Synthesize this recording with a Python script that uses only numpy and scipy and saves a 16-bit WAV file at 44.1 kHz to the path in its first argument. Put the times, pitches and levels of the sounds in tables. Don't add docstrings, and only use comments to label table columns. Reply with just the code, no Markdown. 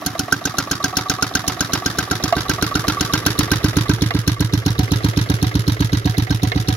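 import sys
import numpy as np
from scipy import signal
from scipy.fft import rfft, irfft, next_fast_len
from scipy.io import wavfile
from scipy.ndimage import uniform_filter1d

SR = 44100
rng = np.random.default_rng(int(sys.argv[2]) if len(sys.argv) > 2 else 0)


def output_pcm(signal):
    pcm = np.clip(np.atleast_2d(signal).T, -1, 1) * 32767
    wavfile.write(sys.argv[1], SR, np.round(pcm).astype(np.int16))


def undo_db(level):
    steps = np.asarray(level, float) / 20
    return 10 ** steps


N = 298116
SIZE = next_fast_len(N + SR // 2)
HZ = np.arange(1, SIZE // 2 + 2) * SR / SIZE
CLOSENESS, LEFT_LEAD, VALVE_DB, RUNNING_DB = 1, 2, 3, 4

# time in seconds, level in dB.
CATCHES = [
    (2.325, -20.5),
    (4.1071, -22.5),
    (6.518, -21),
]


def along(column, seconds=np.arange(N) / SR):
    # time in seconds, closeness from 0 to 1, lead of the left port in samples,
    # valve gear level in dB, running gear level in dB.
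    walk = [(0, 0, 0.88, -16.5, 0.5), (.5, 0, 1.8, -8, 0.3), (1.2, 0.12, 2.34, -5, 1),
            (1.9, 0.21, 2.6, -4.1, 4), (2.4, 0.43, 2.7, -1, 3.5), (2.9, 0.49, 3.05, -1.5, 5.5),
            (3.3, 0.59, 2.9, 1.5, 6), (3.7, 0.7, 3.8, -0.1, 5.5), (4.4, 0.93, 5.23, -2.5, -0.5),
            (5.0, 0.95, 11.9, -0.1, 4.5), (5.8, 0.97, 12.8, -0.7, 1.6), (6.3, 0.98, 14.4, -2, 0.3),
            (6.76, 0.93, 13.8, -1, 1.5)]
    return np.interp(seconds, np.array(walk)[:, 0], np.array(walk)[:, column])


def turns():
    # time in seconds, turns made.
    flywheel = [(.0676, 0), (.5889, 4), (1.1019, 8), (1.7384, 13), (2.2426, 17), (2.3701, 18), (2.7579, 21),
                (3.2681, 25), (3.6475, 28), (4.0251, 31), (4.1528, 32), (4.5396, 35), (4.7956, 37),
                (5.4314, 42), (5.8101, 45), (6.4365, 50), (6.6901, 52)]
    # closeness from 0 to 1, then levels in dB of
    heard_parts = [(0, -12.5, -14, -10.5, -21, -34), (.12, -12.5, -11, -13, -15.5, -36),
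                   (.3, -10, -15, -7.5, -27, -34), (.46, -9, -16, -10, -11.5, -27),
                   (.52, -9.5, -13, -14, -18, -30.5), (.6, -6.5, -13, -10.5, -19, -31.5),
                   (.72, -3, -18.5, -11.5, -39.5, -27), (.9, -3.5, -18, -16.5, -22, -33.5),
                   (1, -4, -25, -29.5, -45, -27)]
    catching_db = [-0.4, .4, -11.5, 9.5, 8]
    missed_db = [-1.2, -11.5, -10, -5, -2]
    rich_db = [-1, 2, -1, 0.5, 1.5]
    # time in seconds, change in dB.
    odd_rings = [(.07, -13.5), (.2, -8.5), (.33, 2), (.46, -5), (.97, -8), (1.23, 6.5), (1.48, -13),
                 (3.27, 5.5), (3.4, -9), (4.67, 2.5), (4.92, -15), (5.3, 10), (5.94, 10), (6.19, -8),
                 (6.31, 12)]
    # time in seconds, change in dB.
    odd_rods = [(.33, -1.5), (.46, 5.5), (.72, 4), (1.1, 2), (1.23, -7), (1.48, -7), (2.76, -1), (2.89, 4),
                (3.01, 5), (3.14, -4.5), (3.77, 18), (3.9, 5), (4.67, 6), (5.05, 3), (5.43, 4), (5.56, -3)]

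    when, made = np.transpose(flywheel)
    s = np.interp(np.arange(made[-1] + 1), made, when)
    s = np.r_[2 * s[0] - s[1], s]
    near = along(CLOSENESS, s)
    law = np.transpose(heard_parts)
    db = np.array([np.interp(near, law[0], column) for column in law[1:]])
    missed = np.searchsorted(s, np.transpose(CATCHES)[0])
    for step, change_db in enumerate((catching_db, missed_db, rich_db)):
        db[:, missed + step - 1] += np.array(change_db)[:, None]
    for row, odd in ((2, odd_rings), (3, odd_rods)):
        for at, change_db in odd:
            db[row, np.abs(s - at).argmin()] += change_db
    return s, db


def spikes(seconds, height):
    out = np.zeros(N)
    at = np.round(seconds * SR).astype(int)
    inside = (at >= 0) & (at < N)
    out[at[inside]] = height[inside]
    return out


def strikes(seconds, db, scatter_db, jitter_ms=.4):
    late, strong = np.clip(rng.standard_normal((len(seconds), 2)).T, -1.6, 1.6)
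    return spikes(seconds + jitter_ms * late / 1000, undo_db(db + scatter_db * strong))


def blows(seconds, db, rise_ms, fall_ms, scatter_db):
    ms = np.arange(SR // 8) * 1000 / SR
    shape = (1 - np.exp(-ms / rise_ms)) * np.exp(-ms / fall_ms)
    return signal.oaconvolve(strikes(seconds, db, scatter_db), shape / shape.max())[:N]


def part(push, modes, far_pan_db, close_pan_db, alike, strike=0, order=1):
    noise = rng.standard_normal((2, N)) * push
    mid, side = rfft(noise + np.array([[1], [0]]) * strike, SIZE)
    apart = (1 - alike) * np.clip(HZ / 1500, 0, 1) / 2
    wave = np.sqrt(1 - apart) * mid + np.sqrt(apart) * side * np.array([[1], [-1]])
    far, close = 0, 0
    for k, (hz, width, far_db, close_db) in enumerate(modes):
        detuning = (HZ / hz - hz / HZ) * (hz / width)
        ring = (-1) ** k * np.sqrt(SR / np.pi / width) / (1 + 1j * detuning) ** order
        far = far + undo_db(far_db) * ring
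        close = close + undo_db(close_db) * ring
    half = np.array([[.5], [-.5]])
    return np.array([wave * far * undo_db(far_pan_db * half), wave * close * undo_db(close_pan_db * half)])


def running_gear(s):
    # centre in Hz, width in Hz, level far in
    # dB, level close in dB.
    running_modes = [(70, 30, -57, -46), (150, 60, -49, -47), (300, 100, -43, -45),
                     (410, 163, -46.5, -41.5), (670, 480, -48, -50), (1285, 145, -46, -48.5),
              (1670, 230, -47, -49.5), (1930, 480, -46.5, -49.5), (3070, 1360, -48.5, -48.5),
              (3800, 800, -48.5, -50), (5400, 1150, -51.5, -54.5), (10900, 2600, -49.5, -56.5),
              (13300, 9000, -53, -70)]
    grain_db = 3 * np.clip(rng.exponential(size=N // 64 + 1), 0, 3) - 4
    grit = uniform_filter1d(undo_db(np.repeat(grain_db, 64)[:N]), size=90)
    swell = 1.79 + blows(s - .005, -0.32, rise_ms=0.82, fall_ms=10.4, scatter_db=2.5)
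    return part(undo_db(along(RUNNING_DB)) * grit * swell, running_modes, 0.015, -0.058, alike=0.3)


def loose_parts(s, count=7):
    after = rng.uniform(0, 0.072, (len(s), count))
    at = (s[:, None] + after).ravel()
    db = along(VALVE_DB, at) - 60 * after.ravel()
    return strikes(at, db - 6.0, scatter_db=2.5) * rng.choice([-1, 1], N)


def valve_gear(s):
    # time after the thump in ms, level in dB.
    tap_times = [
        (35.5, 1.5),
        (47, -4.5),
        (60, -7),
    ]
    # centre in Hz, width in Hz, level far in dB, level close in dB.
    squeak_modes = [(3870, 630, -22, -25.5), (5900, 2200, -32, -47), (10500, 1900, -37, -41)]
    # centre in Hz, width in Hz, level far in dB, level close in dB.
    knock_modes = [(1345, 140, -19, -39), (2530, 1660, -21.5, -35), (4150, 700, -26.5, -34.5),
                   (5230, 500, -33, -59), (11500, 4000, -69, -47), (820, 630, -22.5, -49)]
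    # centre in Hz, width in Hz, level far in dB, level close in dB.
    tappet_modes = [(3540, 1140, -20, -23.5), (5700, 1460, -24.5, -30), (1530, 580, -17.5, -27.5),
                    (2460, 2800, -21, -24), (10770, 2600, -27.5, -30), (870, 900, -25.5, -59.5)]
    # centre in Hz, width in Hz, level far in dB, level close in dB.
    iron_modes = [(956, 127, -28.5, -24.5), (1650, 46, -63, -29.5), (1968, 83, -28, -29),
                  (3154, 38, -42, -52), (3767, 180, -21.5, -27), (4753, 52, -21, -35),
                  (5470, 140, -23, -36), (6090, 370, -53, -33.5), (361, 120, -17.5, -30),
                  (384, 115, -32, -28.5)]

    db = along(VALVE_DB, s)
    early = s - np.interp(s, [.5, 3.7], [.0188, .016])
    rub = blows(early, db / 2, rise_ms=.4, fall_ms=5.5, scatter_db=.8)
    chirp = strikes(early + 0.00087, db, scatter_db=2.5)
    squeak = part(rub, squeak_modes, -2.0, -10.5, alike=0.21, strike=chirp, order=2)

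    knock = blows(s + 0.0098, db, rise_ms=6.1, fall_ms=6.66, scatter_db=2.5)
    taps, ticks = 0, 0
    for ms, tap_db in tap_times:
        at = s + ms / 1000
        taps = taps + blows(at, db + tap_db, rise_ms=1.0, fall_ms=5.6, scatter_db=0.3)
        ticks = ticks + strikes(at + 0.00094, db + tap_db + 8.0, scatter_db=0)
    blow = strikes(s + .013, db + 12, scatter_db=2.5)
    blow = blow + strikes(s - .003, db + 20.5, scatter_db=0)
    blow = blow + strikes(s + 0.011, db - 18, scatter_db=0, jitter_ms=1.6)
    shock = blow + loose_parts(s)
    iron = part(0.55 * knock + 0.24 * taps, iron_modes, 0.3, -2.2, alike=0.09, strike=shock)
    clatter = part(knock, knock_modes, -0.58, -15.5, alike=1.0)
    clatter = clatter + part(taps, tappet_modes, -0.19, -1.8, alike=0.1, strike=ticks)
    return squeak + iron + clatter


def tank(s):
    # centre in Hz, width in Hz, level far in dB, level close in dB.
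    tank_modes = [(743.5, 12.5, 5.5, -4.5), (667, 14, -21, -28)]
    # start in seconds, end in seconds, level in dB.
    hum_spells = [(-.1, .26, -34.5), (.4, .78, -41), (.8, 1.55, -33), (1.57, 1.92, -38),
                  (1.94, 2.42, -29.5), (2.7, 3.07, -33), (4.6, 4.98, -30.5), (5.0, 5.5, -34),
                  (6.0, 6.12, -24.5), (6.14, 6.37, -33.5), (6.39, 6.76, -26)]
    db = np.full(len(s), -49.0)
    for start, end, hum_db in hum_spells:
        db[(s > start) & (s < end)] = hum_db
    firing = blows(s - .006, db, rise_ms=2.8, fall_ms=12.0, scatter_db=0)
    latch = blows(s + 0.0785, db - 9, rise_ms=2.2, fall_ms=13.0, scatter_db=2.5)
    hit = strikes(s + 0.0067, db + 14.5, scatter_db=0)
    return part(firing + latch, tank_modes, -0.5, -12.5, alike=0.62, strike=hit)


def governor(s, rod_db, latch_db):
    # centre in Hz, width in Hz, level far in dB, level close in dB.
    latch_modes = [(1930, 760, 8.5, 7.5), (2106, 170, 3, 8), (1150, 220, 2, -6), (685, 88, 12.5, -0.5),
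                   (3640, 570, -7, -54.5), (5800, 2000, -55, -14), (440, 160, 1, -1.5),
                   (11100, 1300, -35, -44)]
    # centre in Hz, width in Hz, level far in dB, level close in dB.
    rod_modes = [(1153.3, 79, -1.5, 0), (1269, 69, -7, -16)]
    # centre in Hz, width in Hz, level far in dB, level close in dB.
    linkage_modes = [(1850, 220, -8, 10), (2170, 28, -9, 1), (1186, 17, -12, -19), (680, 51, 21, -16),
                     (1840, 80, -4, -18), (2800, 24, 3, -5), (3270, 82, -10, -2), (3960, 990, -5, 5),
                     (5630, 500, -22, -27), (465, 65, -11, 2), (11000, 3700, -37, -47)]

    clack = blows(s + .081, latch_db - 7.0, rise_ms=1.0, fall_ms=11.3, scatter_db=2.5)
    latch = part(clack, latch_modes, -0.4, -3.1, alike=0.37)

    drag = blows(s + 0.0861, rod_db - 8, rise_ms=2.0, fall_ms=6.5, scatter_db=0)
    hit = strikes(s + .082, rod_db + 22, scatter_db=0)
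    hit = hit + strikes(s + .042, rod_db + 14, scatter_db=2)
    rod = part(drag, rod_modes, -.8, -1.5, alike=.9, strike=hit, order=3)

    at, db = np.transpose(CATCHES)
    rattle = blows(at, db - 3.5, rise_ms=0.11, fall_ms=3.5, scatter_db=0)
    snap = strikes(at + 0.00101, db + 6, scatter_db=0, jitter_ms=0)
    catch = part(rattle, linkage_modes, -.8, -4.1, alike=0.18, strike=snap)
    return latch + rod + catch


def frame(s, db):
    # centre in Hz, width in Hz, level far in dB, level close in dB.
    timber_modes = [(65.1, 20.5, -76, 1.5)]
    kick = strikes(s - .017, db + 11.5, scatter_db=2.5)
    return part(np.zeros(N), timber_modes, -.1, -.1, alike=1, strike=kick, order=2)


def thump(s, db):
    # time from the thump in ms, width in ms,
    # push on the case, push on the pipe (relative).
    gas_pushes = [
        (-7.59, .45, .77, -.4),
        (-5.73, .45, -.68, -.57),
        (.58, .85, -.37, 1.49),
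        (7.31, .45, -.44, .18),
        (33.21, .95, -.14, .27),
        (37.05, 1.3, .74, -1.28),
    ]
    # frequency in Hz, 60 dB decay in seconds, levels far, midway and close in dB.
    case_modes = [(85.4, .064, -15, -19, -20), (111, .142, -8.6, -4, .2), (158, .04, -6.5, -14, -11)]
    # frequency in Hz, 60 dB decay in seconds, levels far, midway and close in dB.
    pipe_modes = [(308, .09, -50, 5.5, -4), (288, .08, 3.3, -50, -3), (370, .05, -9, -4, -14)]

    before = 441
    ms = np.arange(-before, 2205) * 1000 / SR
    t = np.arange(SR // 5) / SR
    near = along(CLOSENESS)
    out = 0
    for column, modes, scatter_db in ((2, case_modes, 0), (3, pipe_modes, 0.37)):
        turn = 0
        for p in gas_pushes:
            bell = np.exp(-.5 * ((ms - p[0]) / p[1]) ** 2) / p[1]
            turn = turn + p[column] * bell * 1000 / SR / np.sqrt(2 * np.pi)
        height = undo_db(db + scatter_db * rng.standard_normal(len(s)))
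        push = signal.oaconvolve(spikes(s, height), turn)[before:N + before]
        for hz, t60, *gain_db in modes:
            decay = 1000. ** (-t / t60) * np.sin(2 * np.pi * hz * t)
            ring = signal.oaconvolve(push, decay)[:N]
            out = out + np.interp(near, [0, .5, 1], undo_db(np.array(gain_db))) * ring
    return np.array([out, out]) * undo_db(-1.35)


def exhaust(s, hiss_db, ring_db):
    # centre in Hz, width in Hz, level far in dB, level close in dB.
    hiss_modes = [(3140, 660, -10.5, -3.5), (4267, 110, -9.5, -4.5), (5340, 360, -4, -3.5),
                  (6350, 430, -3, -6), (6820, 470, -6.5, -10), (2020, 2000, -59, -11)]
    # centre in Hz, width in Hz, level far in dB, level close in dB.
    spit_modes = [(9900, 2200, -3, -3), (13300, 6100, -16, -5.5)]
    # centre in Hz, width in Hz, level far in dB, level close in dB.
    pipe_end_modes = [(1566, 78, 0.5, -1.5), (1413, 147, 0.5, -10), (664, 1200, -8, -9)]

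    crack = blows(s - .0062, hiss_db, rise_ms=2.6, fall_ms=4.4, scatter_db=0)
    rush = blows(s - .002, hiss_db - 27.5, rise_ms=9.4, fall_ms=17.0, scatter_db=2.5)
    snap = strikes(s - .004, hiss_db - 7, scatter_db=2.5)
    gas = part(crack + rush, hiss_modes, 0.64, 4.1, alike=0.21, strike=snap)

    spit = blows(s - .0058, hiss_db, rise_ms=4.3, fall_ms=2.85, scatter_db=2.5)
    jet_top = part(spit + rush, spit_modes, 0.64, 4.2, alike=0.076)

    ring = blows(s - .0065, ring_db - 4.5, rise_ms=0.72, fall_ms=6.2, scatter_db=2.5)
    steps = strikes(s - .0055, ring_db + 11.5, scatter_db=2.5)
    steps = steps + strikes(s + 0.00047, ring_db - 7, scatter_db=2.5)
    pipe_end = part(ring, pipe_end_modes, -2.2, 1.5, alike=0.36, strike=steps, order=2)
    return gas + jet_top + pipe_end


def scene():
    s, (thump_db, hiss_db, ring_db, rod_db, latch_db) = turns()
    parts = running_gear(s) + valve_gear(s) + tank(s) + governor(s, rod_db, latch_db)
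    parts = parts + frame(s, thump_db) + exhaust(s, hiss_db, ring_db)
    far, close = irfft(parts, SIZE)[..., :N]
    left, right = far + along(CLOSENESS) * (close - far)
    left = np.interp(np.arange(N) + along(LEFT_LEAD), np.arange(N), left)
    return thump(s, thump_db) + np.array([left, right])


def low_pass(x):
    return signal.sosfilt(signal.butter(12, 16980, fs=SR, output="sos"), x)


def record(dry):
    # frequency in Hz, left minus right in dB.
    port_balance = [(60, -2), (200, -3), (380, -4), (700, -2), (1290, -2.5), (4400, -1.2), (8120, 4),
                    (15000, -9)]
    dip_hz, dip_width_hz, dip_db = 8750, 1120, -9
    top_hz, bottom_hz = 16000, 32
    hz, left_over_right_db = np.transpose(port_balance)
    tilt_db = np.interp(np.log(HZ), np.log(hz), left_over_right_db) * np.array([[.5], [-.5]])
    notch_db = dip_db * np.exp(-((HZ - dip_hz) / dip_width_hz) ** 2)
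    edges = 1 / (1 + (HZ / top_hz) ** 70) / np.sqrt(1 + (bottom_hz / HZ) ** 4)
    heard = irfft(rfft(dry, SIZE) * undo_db(tilt_db + notch_db) * edges, SIZE)[:, :N]
    return low_pass(np.clip(heard, -1, 1))


dry = scene()
out = record(dry)
output_pcm(out)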